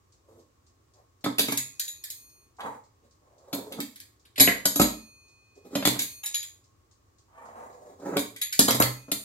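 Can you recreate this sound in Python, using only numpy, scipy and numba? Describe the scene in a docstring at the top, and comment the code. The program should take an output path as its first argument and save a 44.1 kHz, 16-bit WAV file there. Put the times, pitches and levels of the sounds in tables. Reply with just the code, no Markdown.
"""Cutting wheel in a tiled kitchen

A steel cutting wheel is picked up, rolled through dough and dropped on a stone counter in a small tiled kitchen.
Each contact is a burst of noise for the crack, and sets decaying tones going for the blade and the counter.
Rolling is rough noise in a sinking band; the loose disc chimes, and hard knocks thump in the cabinet below.
Far off, short fading puffs of noise make the ticks of a timer over a steady hum and hiss.
"""
import sys
import numpy as np
from scipy import signal
from scipy.fft import rfft, irfft, next_fast_len
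from scipy.io import wavfile
from scipy.ndimage import uniform_filter1d
from numba import njit

SR = 44100
rng = np.random.default_rng(int(sys.argv[2]) if len(sys.argv) > 2 else 0)


def generate_wav(sig):
    """Save sig (samples, or channels by samples) to the path in sys.argv[1] as 16-bit PCM at SR."""
    pcm = np.round(np.clip(np.atleast_2d(sig).T, -1, 1) * 32767).astype(np.int16)
    wavfile.write(sys.argv[1], SR, pcm)


def ratio_of_db(decibels):
    """Turn decibels (scalar or array-like) into linear amplitude factors; 0 dB maps to 1."""
    return 10 ** (np.asarray(decibels, float) / 20)


N = 407660  # length in samples

# Spectrum of hum and hiss. Each row: frequency in Hz, relative level in dB per Hz.
HUM_SPECTRUM = [(30, -1), (95, 7), (182, -14.5), (332, -8), (673, -20), (1050, -19.5), (1085, -7),
                (1120, -14.5), (1400, -24), (3230, -30.5), (7260, -27.5), (10200, -38), (15500, -35)]
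HUM_DB = -63  # rms

# Spectrum of a timer tick. Each row: frequency in Hz, relative level in dB per Hz.
TICK_SPECTRUM = [(2500, -22), (4200, -2), (7300, -0.5), (9500, -14.5), (12000, -47.5)]
TICK_FIRST_S, TICK_PERIOD_S = .122, .2716
TICK_NOISE_DB = -65  # rms of the noise from which the ticks are cut

# How long the room echoes. Each row: frequency in Hz, time to fade by 60 dB in seconds.
ROOM_T60 = [(100, 0.36), (12800, 0.33)]
ROOM_DB, EARLY_DB = 5, -0.5  # echoes over the direct sound; extra strength of the early ones
RIGHT_LAG_S, LEFT_DB = 0.0002357, -1.95  # average delay at the right port; left level over right
PATTERNS, PATTERN_S = 5, .23  # number of random echo patterns, seconds from one to the next

# Tones of the cabinet under the slab. Each row: frequency in Hz, relative level in dB, 60 dB fade time in seconds.
CABINET = [(52, 0, .45), (78, -6, .3)]
SHAKE_DB = -38  # drive of the cabinet for a thud of -13 dB

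# Tones of the free disc, with 2, 3, .. nodal diameters: frequency in Hz.
DISC_HZ = [2498, 4294, 6492, 9071, 12005, 15290]
# The same tones in order. Each row: relative level in dB, 60 dB fade time in seconds.
DISC = [(-10.5, 3.9), (-5.5, 2.04), (-1.5, 1.4), (-5, 1.3), (0, 0.89), (-4.5, .3)]
# Blows on the disc's rim. Each row: start in seconds, level in dB, tilt in dB per octave,
# angle from the microphone in degrees.
CHIMES = [(1.573, -63, -13.5, 4), (1.884, -53.5, -0.5, 4), (2.102, -51.5, 4, 3.4), (4.795, -44.5, -1.5, 5),
          (5.992, -42, 2.5, 4.4), (8.8, -44.5, -8.5, 35), (9.116, -45.5, 10.5, 72)]
# Touches that stop the disc: time in seconds.
STOPS_S = [1.8, 2.05, 2.44, 5.85, 6.19, 9.3]

# Tones of the blade: frequency in Hz.
BLADE_HZ = [3912, 6702, 6795, 7350, 7475, 7654, 10150, 11330, 11465, 13980]
# The same tones in order. Each row: level in dB when lifted, level in dB when it meets the stone,
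# 60 dB fade time in seconds.
BLADE = [(-10, -14.5, 0.21), (-12, -19.5, 0.41), (-9.5, -14, .28), (-22, -13, 0.02), (-31.5, -8.5, 0.087),
         (-19, -12, 0.066), (-10.5, -18, 0.17), (-12, -4.5, 0.074), (-11.5, -5.5, 0.28),
         (-11.5, -20.5, .14)]
# Tones of the stone counter. Each row: frequency in Hz, relative level in dB, 60 dB fade time in seconds.
COUNTER = [(126.8, -19.5, 0.39), (202, -19.5, 0.3), (288.4, -3.5, 0.097), (397.1, -5.5, 0.024),
           (611, -6, 0.027), (714, -15, 0.086), (1015, 9, 0.0022), (1357, -11, 0.044)]

# Spectrum of the crack of a contact. Each row: frequency in Hz, relative level in dB per Hz.
CRACK_SPECTRUM = [(300, -46), (1200, -18), (1650, -0.5), (3500, -0.5), (5400, -1), (6150, -6), (7000, -5.5),
                  (9500, -10.5), (11450, 5), (12600, -6), (14000, -18.5), (16000, -26.5)]
# Knocks of the wheel on the counter. Each row: start in seconds, crack level in dB, thud level in dB,
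# crack tilt in dB per octave, blade ring in dB over the crack.
KNOCKS = [(1.24, -26.5, -24, -1, -26.5), (1.2588, -31, -21, -2.5, -14.5), (1.382, -19, -27.5, 0.5, -7.5),
          (1.392, -13.5, -20.5, 2, -21), (1.4822, -25.5, -25.5, -3.5, -6), (1.5205, -22, -26, 2, -31),
          (3.5281, -26.5, -26, 2, -12), (3.545, -29.5, -32, 22, -31), (3.721, -34.5, -45.5, 0.5, -22),
          (4.3779, -27, -29.5, -5, 1), (4.397, -9.5, -20, -1.5, -9.5), (4.403, -9.5, -18.5, 7.5, 3),
          (4.474, -12, -13.5, -10.5, -26.5), (4.6536, -14, -20.5, 3, -0.5), (4.757, -20.5, -23.5, 4, -0.5),
          (4.795, -16, -7.5, 1, -1.5), (4.813, -15.5, -16, 1, 3), (5.7512, -24, -20, -3.5, -3),
          (5.8237, -31.5, -26.5, -4, -16.5), (5.851, -12.5, -17, 1.5, -7), (5.868, -13, -17, 2.5, -7.5),
          (5.955, -43, -30.5, -10.5, -12), (5.9895, -21, -39.5, 2.5, -4.5), (8.167, -19.5, -22, 1, -18.5),
          (8.591, -4.5, -12, 3, -7), (8.68, -16.5, -18, 1.5, -4.5), (8.7057, -15.5, -22.5, 2, -23),
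          (8.745, -24.5, -22.5, 1, -4), (8.799, -13, -10.5, 14, -5), (9.08, -50, -34.5, -25, -13.5),
          (9.1152, -16, -21.5, 3.5, -11.5)]
# Clinks of the lifted wheel on its axle. Each row: start in seconds, crack level in dB,
# crack tilt in dB per octave, blade ring in dB over the crack.
CLINKS = [(1.505, -34, 9, 1.5), (1.5722, -20, 5, -2), (1.7943, -22.5, 5, -5.5), (1.8755, -37.5, 3.5, 8),
          (2.037, -31, 5, -34), (2.1, -30, 8.5, -6.5), (2.603, -40.5, -4, -32), (3.8012, -26.5, 2.5, -26),
          (3.9564, -42.5, 1.5, -23), (3.9986, -39.5, 1.5, -10.5), (4.25, -53.5, -2, -18),
          (4.357, -40.5, -4, -13), (6.0178, -23, 6, -3.5), (6.2317, -39, -10, 13), (6.258, -26.5, 3, -1.5),
          (6.342, -25, 0.5, 5), (6.425, -34, 2, -19), (8.19, -23.5, 9, -6.5), (8.3595, -37.5, 1, -6),
          (8.4133, -24.5, 0.5, 6.5), (8.524, -24.5, 2.5, -4), (8.82, -13.5, 3, -29)]
RATTLE_MS, DB_PER_HALVING = 4.22, 51.5  # decay time of a -20 dB crack; this much harder halves it
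BUMP_DB, BUMP_OCT = 2.5, .4  # size and spacing of random bumps in a crack's spectrum

# Strokes of rolling and sliding. Each row: first centre of the rumble in Hz, then the pressure curve
# as pairs of time in seconds and relative rumble level in dB.
ROLL = [(470, [(.2, -79), (.31, -55.5), (.4, -54), (.5, -104)]), (650, [(.93, -73), (1.0, -58.5),
        (1.07, -86.5)]), (800, [(2.585, -53), (2.6, -42.5), (2.65, -36), (2.715, -48), (2.755, -47),
        (2.82, -100)]), (329, [(3.02, -64.5), (3.05, -53), (3.1, -99)]), (666, [(3.22, -67), (3.5, -57),
        (3.56, -40.5), (3.7, -49.5), (3.74, -34.5)]), (315, [(3.74, -47), (3.79, -32.5), (3.85, -78)]),
        (390, [(5.55, -72), (5.58, -45), (5.61, -80), (5.65, -47), (5.7, -48), (5.75, -38.5)]),
        (926, [(7.28, -72.5), (7.36, -54), (7.58, -44.5), (7.8, -52), (7.9, -44.5), (7.97, -56),
        (8.01, -42.5), (8.12, -34.5), (8.17, -27), (8.22, -47.5), (8.32, -94.5)])]
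SINK_OCT_PER_S, GRIT_DB = 1.5, -12.5  # sinking of the rumble along a stroke; grit under the roughness


def level(x, db):
    """Scale to an rms level."""
    return x * ratio_of_db(db) / np.sqrt(np.mean(x ** 2))


def on_log_hz(hz, table):
    """Read a (Hz, value) table on a log-frequency axis."""
    table_hz, value = np.transpose(table)
    return np.interp(np.log(hz + 1), np.log(table_hz), value)


def colour(x, table):
    """Give noise a spectrum of (Hz, dB) points."""
    n = x.shape[-1]
    gain = ratio_of_db(on_log_hz(np.fft.rfftfreq(n, 1 / SR), table))
    return irfft(rfft(x) * gain, n)


def grit(scatter_db):
    """Dense clicks of uneven size, rms 1."""
    size = ratio_of_db(scatter_db * rng.exponential(size=N))
    return level(rng.standard_normal(N) * size, 0)


@njit
def moving_band(x, hz, share):
    """State-variable band-pass with a moving centre; share = width / centre."""
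    y, b, l = np.empty(len(x)), 0., 0.
    for i in range(len(x)):
        g = np.tan(np.pi * hz[i] / SR)
        v = (b + g * (x[i] - l)) / (1 + g * (g + share))
        b, l, y[i] = 2 * v - b, l + 2 * g * v, share * v
    return y


@njit
def mode(x, gain, pole, which):
    """One decaying tone, a turning and shrinking pointer whose gain and pole change from contact to contact."""
    y, z = np.empty(len(x)), 0j
    for i in range(len(x)):
        z = z * pole[which[i]] + gain[which[i]] * x[i] + 1e-18
        y[i] = z.imag
    return y


def ring(x, modes, spot, detune, which):
    """Sum of modes; spot and detune give each mode a gain and pitch factor per contact, which names the contact."""
    total = 0
    for (hz, db, t60), gain, pitch in zip(modes, spot, detune):
        pole = np.exp((2j * np.pi * hz * pitch - np.log(1000) / t60) / SR)
        total = total + mode(x, ratio_of_db(db) * gain, pole, which)
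    return total


def hum():
    """Appliance hum and microphone hiss as shaped noise; the bass is nearly the same left and right."""
    mid, side = colour(rng.standard_normal((2, N)), HUM_SPECTRUM)
    side = colour(side, [(100, -15.5), (400, -2.5), (1000, 0.5)])
    return level(mid + side * np.array([[1], [-1]]), HUM_DB)


def timer():
    """Regular soft ticks from across the kitchen, each a fading puff of noise like an echo."""
    beats = np.zeros(N)
    at = (np.arange(TICK_FIRST_S, N / SR, TICK_PERIOD_S) * SR).astype(int)
    beats[at] = ratio_of_db(1.5 * rng.standard_normal(len(at)))  # uneven strength
    fade = signal.lfilter([1], [1, -np.exp(-1 / (.04 * SR))], beats)  # decay time .04 s
    return fade * level(colour(rng.standard_normal((2, N)), TICK_SPECTRUM), TICK_NOISE_DB)


def room(x):
    """Five random echo patterns, each with its own lag to the right port, fade into one another in turn,
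    so the echo does not colour every tone alike."""
    t = np.arange(SR // 2) / SR
    mid, side = rng.standard_normal((2, PATTERNS, 1, len(t)))
    tail = 0
    for hz in 62.5 * 2. ** np.arange(9):
        edges = [hz / np.sqrt(2), min(hz * np.sqrt(2), .45 * SR)]
        octave = signal.butter(2, edges, "band", fs=SR, output="sos")
        # left and right echoes differ more towards the treble
        pair = mid + min((hz / 850.) ** 2, 1) * side * np.array([[1], [-1]])
        # the near slab masks the room in the bass
        bass_gain = min(hz / 337.0, 1) ** 0.39
        decay = np.exp(-np.log(1000) * t / on_log_hz(hz, ROOM_T60))
        tail = tail + bass_gain * signal.sosfilt(octave, pair) * decay
    # counter, tiles and nearby jars answer within a few ms
    tail = tail * (1 - np.exp(-(t / 0.005) ** 2)) * (1 + ratio_of_db(EARLY_DB) * np.exp(-t / 0.0083))
    tail = ratio_of_db(ROOM_DB) * tail / np.sqrt(np.mean(np.sum(tail ** 2, axis=-1)))
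    # the direct sound, later at the right port
    tail[:, 0, 0] += 1
    lag = (RIGHT_LAG_S * SR * np.linspace(.3, 1.7, PATTERNS)).astype(int)
    tail[np.arange(PATTERNS), 1, lag] += 1
    # fade from each pattern to the next, round and round
    turn = np.arange(N) / SR / PATTERN_S
    out = 0
    for k in range(PATTERNS):
        distance = np.abs((turn - k + PATTERNS / 2) % PATTERNS - PATTERNS / 2)
        share = np.maximum(1 - distance, 0)
        out = out + signal.oaconvolve((x * share)[None], tail[k], axes=1)[:, :N]
    return out * ratio_of_db([[LEFT_DB / 2], [-LEFT_DB / 2]])


def cabinet():
    """A deep thump, the same left and right, that grows with the square of the knock."""
    push = np.zeros(N)
    for s, _, thud_db, _, _ in KNOCKS:
        push[int(s * SR)] = ratio_of_db(SHAKE_DB + 2 * (thud_db + 13))
    same = np.ones((len(CABINET), 1))
    return ring(push, CABINET, same, same, np.zeros(N, np.int64))


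def disc():
    """Clear chimes of the loose disc, cut short by a touch; each tone is a quarter cycle apart at the two ports."""
    out = np.zeros((2, N))
    hz, mode_db, t60 = np.c_[DISC_HZ, DISC].T[:, :, None]
    diameters = (2 + np.arange(len(DISC)))[:, None]
    phases = rng.random((len(CHIMES), len(DISC), 1))  # in cycles
    apart = np.array([0, .25])[:, None, None]
    for (s, db, tilt_db, angle), phase in zip(CHIMES, phases):
        stop_s = STOPS_S[np.searchsorted(STOPS_S, s)]
        i = int(s * SR)
        t = np.arange(min(int((stop_s - s + .1) * SR), N - i)) / SR
        swell = 1 - np.exp(-t / .01)
        touch = np.exp(-np.maximum(t - stop_s + s, 0) / .06)
        fade = ratio_of_db(db + mode_db + tilt_db * np.log2(hz / 5000) - 60 * t / t60)
        # a nodal line towards the microphone mutes a mode
        fade = fade * np.cos(np.radians(angle) * diameters)
        tones = np.sin(2 * np.pi * (hz * t + phase + apart))
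        out[:, i:i + len(t)] += swell * touch * np.sum(fade * tones, axis=1)
    return out


def touches():
    """Knocks and clinks in order of time; a clink does not push the counter."""
    clinks = [(s, db, -np.inf, tilt_db, ring_db) for s, db, tilt_db, ring_db in CLINKS]
    return sorted(KNOCKS + clinks)


def contacts():
    """Each contact is a short rattle of micro-impacts: a crack in the air, a blow on the blade, a push on the counter."""
    crack, strike, push = np.zeros(N), np.zeros(N), np.zeros(N)
    t = np.arange(4096) / SR
    hz = np.fft.rfftfreq(len(t), 1 / SR)
    rattle = grit(3.)
    # each contact meets steel and stone at another spot, so its spectrum has its own bumps
    knots = 500 * 2 ** np.arange(0, 5.2, BUMP_OCT)
    bumps = BUMP_DB * rng.standard_normal((len(touches()), len(knots)))
    for (s, crack_db, thud_db, tilt_db, ring_db), bump in zip(touches(), bumps):
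        i = int(s * SR)
        n = min(len(t), N - i)
        # harder contacts are shorter
        tau = RATTLE_MS / 1000 * 2 ** (-(crack_db + 20) / DB_PER_HALVING)
        envelope = (1 - np.exp(-t[:n] / (0.54 * tau))) ** 2 * np.exp(-t[:n] / tau)
        burst = envelope * rattle[i:i + n]
        burst = burst / np.sqrt(np.sum(burst ** 2))
        spectrum = rfft(burst, len(t))

        tilt = tilt_db * np.log2(np.maximum(hz, 500) / 5000)
        shape = ratio_of_db(on_log_hz(hz, CRACK_SPECTRUM) + on_log_hz(hz, np.c_[knots, bump]) + tilt)
        shape = shape / np.sqrt(np.mean(shape ** 2))
        crack[i:i + n] += ratio_of_db(crack_db) * np.sqrt(tau * SR) * irfft(spectrum * shape)[:n]

        # the force lasts about as long as the rattle and feeds every mode about equally
        force = irfft(spectrum / np.abs(spectrum))[:n] * np.exp(-(t[:n] / (4 * tau)) ** 2)
        strike[i:i + n] += ratio_of_db(crack_db + ring_db) * force
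        push[i:i + n] += ratio_of_db(thud_db) * force
    return crack, strike, push


def rolling():
    """The wheel grinds over flour: rumble in a moving band and grit in the air, forces on blade and counter."""
    t = np.arange(N) / SR
    pressure, centre = np.zeros(N), np.full(N, 1. * ROLL[0][0])
    for hz, stroke in ROLL:
        at_s, db = np.transpose(stroke)
        late = t >= at_s[0]
        since = np.minimum(t[late], at_s[-1]) - at_s[0]
        centre[late] = hz * 2 ** (-SINK_OCT_PER_S * since)
        pressure += ratio_of_db(np.interp(t, at_s, db, left=-120, right=-120))
    rough = uniform_filter1d(pressure, size=150) * grit(2.2)
    # the dough grips and lets go unevenly, up to about 30 times a second
    grip = level(colour(rng.standard_normal(N), [(30, 0), (100, -30)]), 0)
    rough = rough * ratio_of_db(4 * grip)
    gritty = rough * ratio_of_db(GRIT_DB)
    rumble = ratio_of_db(11.5) * moving_band(moving_band(rough, centre, 0.97), centre, 0.97)
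    hiss = ratio_of_db(7.5) * colour(gritty, [(1200, -2.5), (2700, -11.5), (7400, -11.5), (12000, -22.5)])
    strike = ratio_of_db(-39.0) * gritty
    # only firm pressure reaches the slab through the dough
    push = ratio_of_db(4.0) * rough * pressure
    return rumble + hiss, strike, push


def wheel():
    """Contacts and rolling together set blade and counter ringing; each contact meets and loads them at another spot."""
    air, strike, push = np.add(contacts(), rolling())
    events = np.array(touches())
    which = np.searchsorted(events[1:, 0], np.arange(N) / SR, "right")
    draws = rng.standard_normal((len(events), 2, len(BLADE) + len(COUNTER)))
    spot, shift = draws.transpose(1, 2, 0)
    # the light blade hardly sounds below its first mode, nor does the heavy slab
    strike = signal.sosfilt(signal.butter(2, 2500., "high", fs=SR, output="sos"), strike)
    push = signal.sosfilt(signal.butter(3, 135., "high", fs=SR, output="sos"), push)
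    lifted_db, stone_db, t60 = np.transpose(BLADE)
    # the stone holds some modes and drives others
    pressed = np.outer(stone_db - lifted_db, np.isfinite(events[:, 2]))
    blade_gain = ratio_of_db(2 * spot[:len(BLADE)] + pressed)
    blade = ring(strike, np.c_[BLADE_HZ, lifted_db, t60], blade_gain, 1 + .001 * shift, which)
    slab_gain = ratio_of_db(4 * spot[len(BLADE):])
    slab = ring(push, COUNTER, slab_gain, 1 + .035 * shift[len(BLADE):], which)
    # the blade's thin tones come mostly straight, a quarter cycle apart at the two ports
    ports = signal.hilbert(blade, next_fast_len(N))[:N]
    return room(air + slab + ratio_of_db(-11.0) * blade) + np.array([ports.real, ports.imag])


def scene():
    """Wheel and counter in the room, timer and hum behind."""
    return wheel() + disc() + cabinet() + timer() + hum()


def low_pass(x):
    """Removes everything above the highest recorded frequency."""
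    return signal.sosfilt(signal.butter(12, 17000, fs=SR, output="sos"), x)


def record(dry):
    """The microphone drops the deep bass; the phone rounds the loudest peaks and cuts the top."""
    x = signal.sosfilt(signal.butter(2, 70., "high", fs=SR, output="sos"), dry)
    rounded = np.tanh(x)
    mix = signal.sosfilt(signal.ellip(8, .2, 70, 15750, fs=SR, output="sos"), rounded)
    return low_pass(mix)


dry = scene()
out = record(dry)
generate_wav(out)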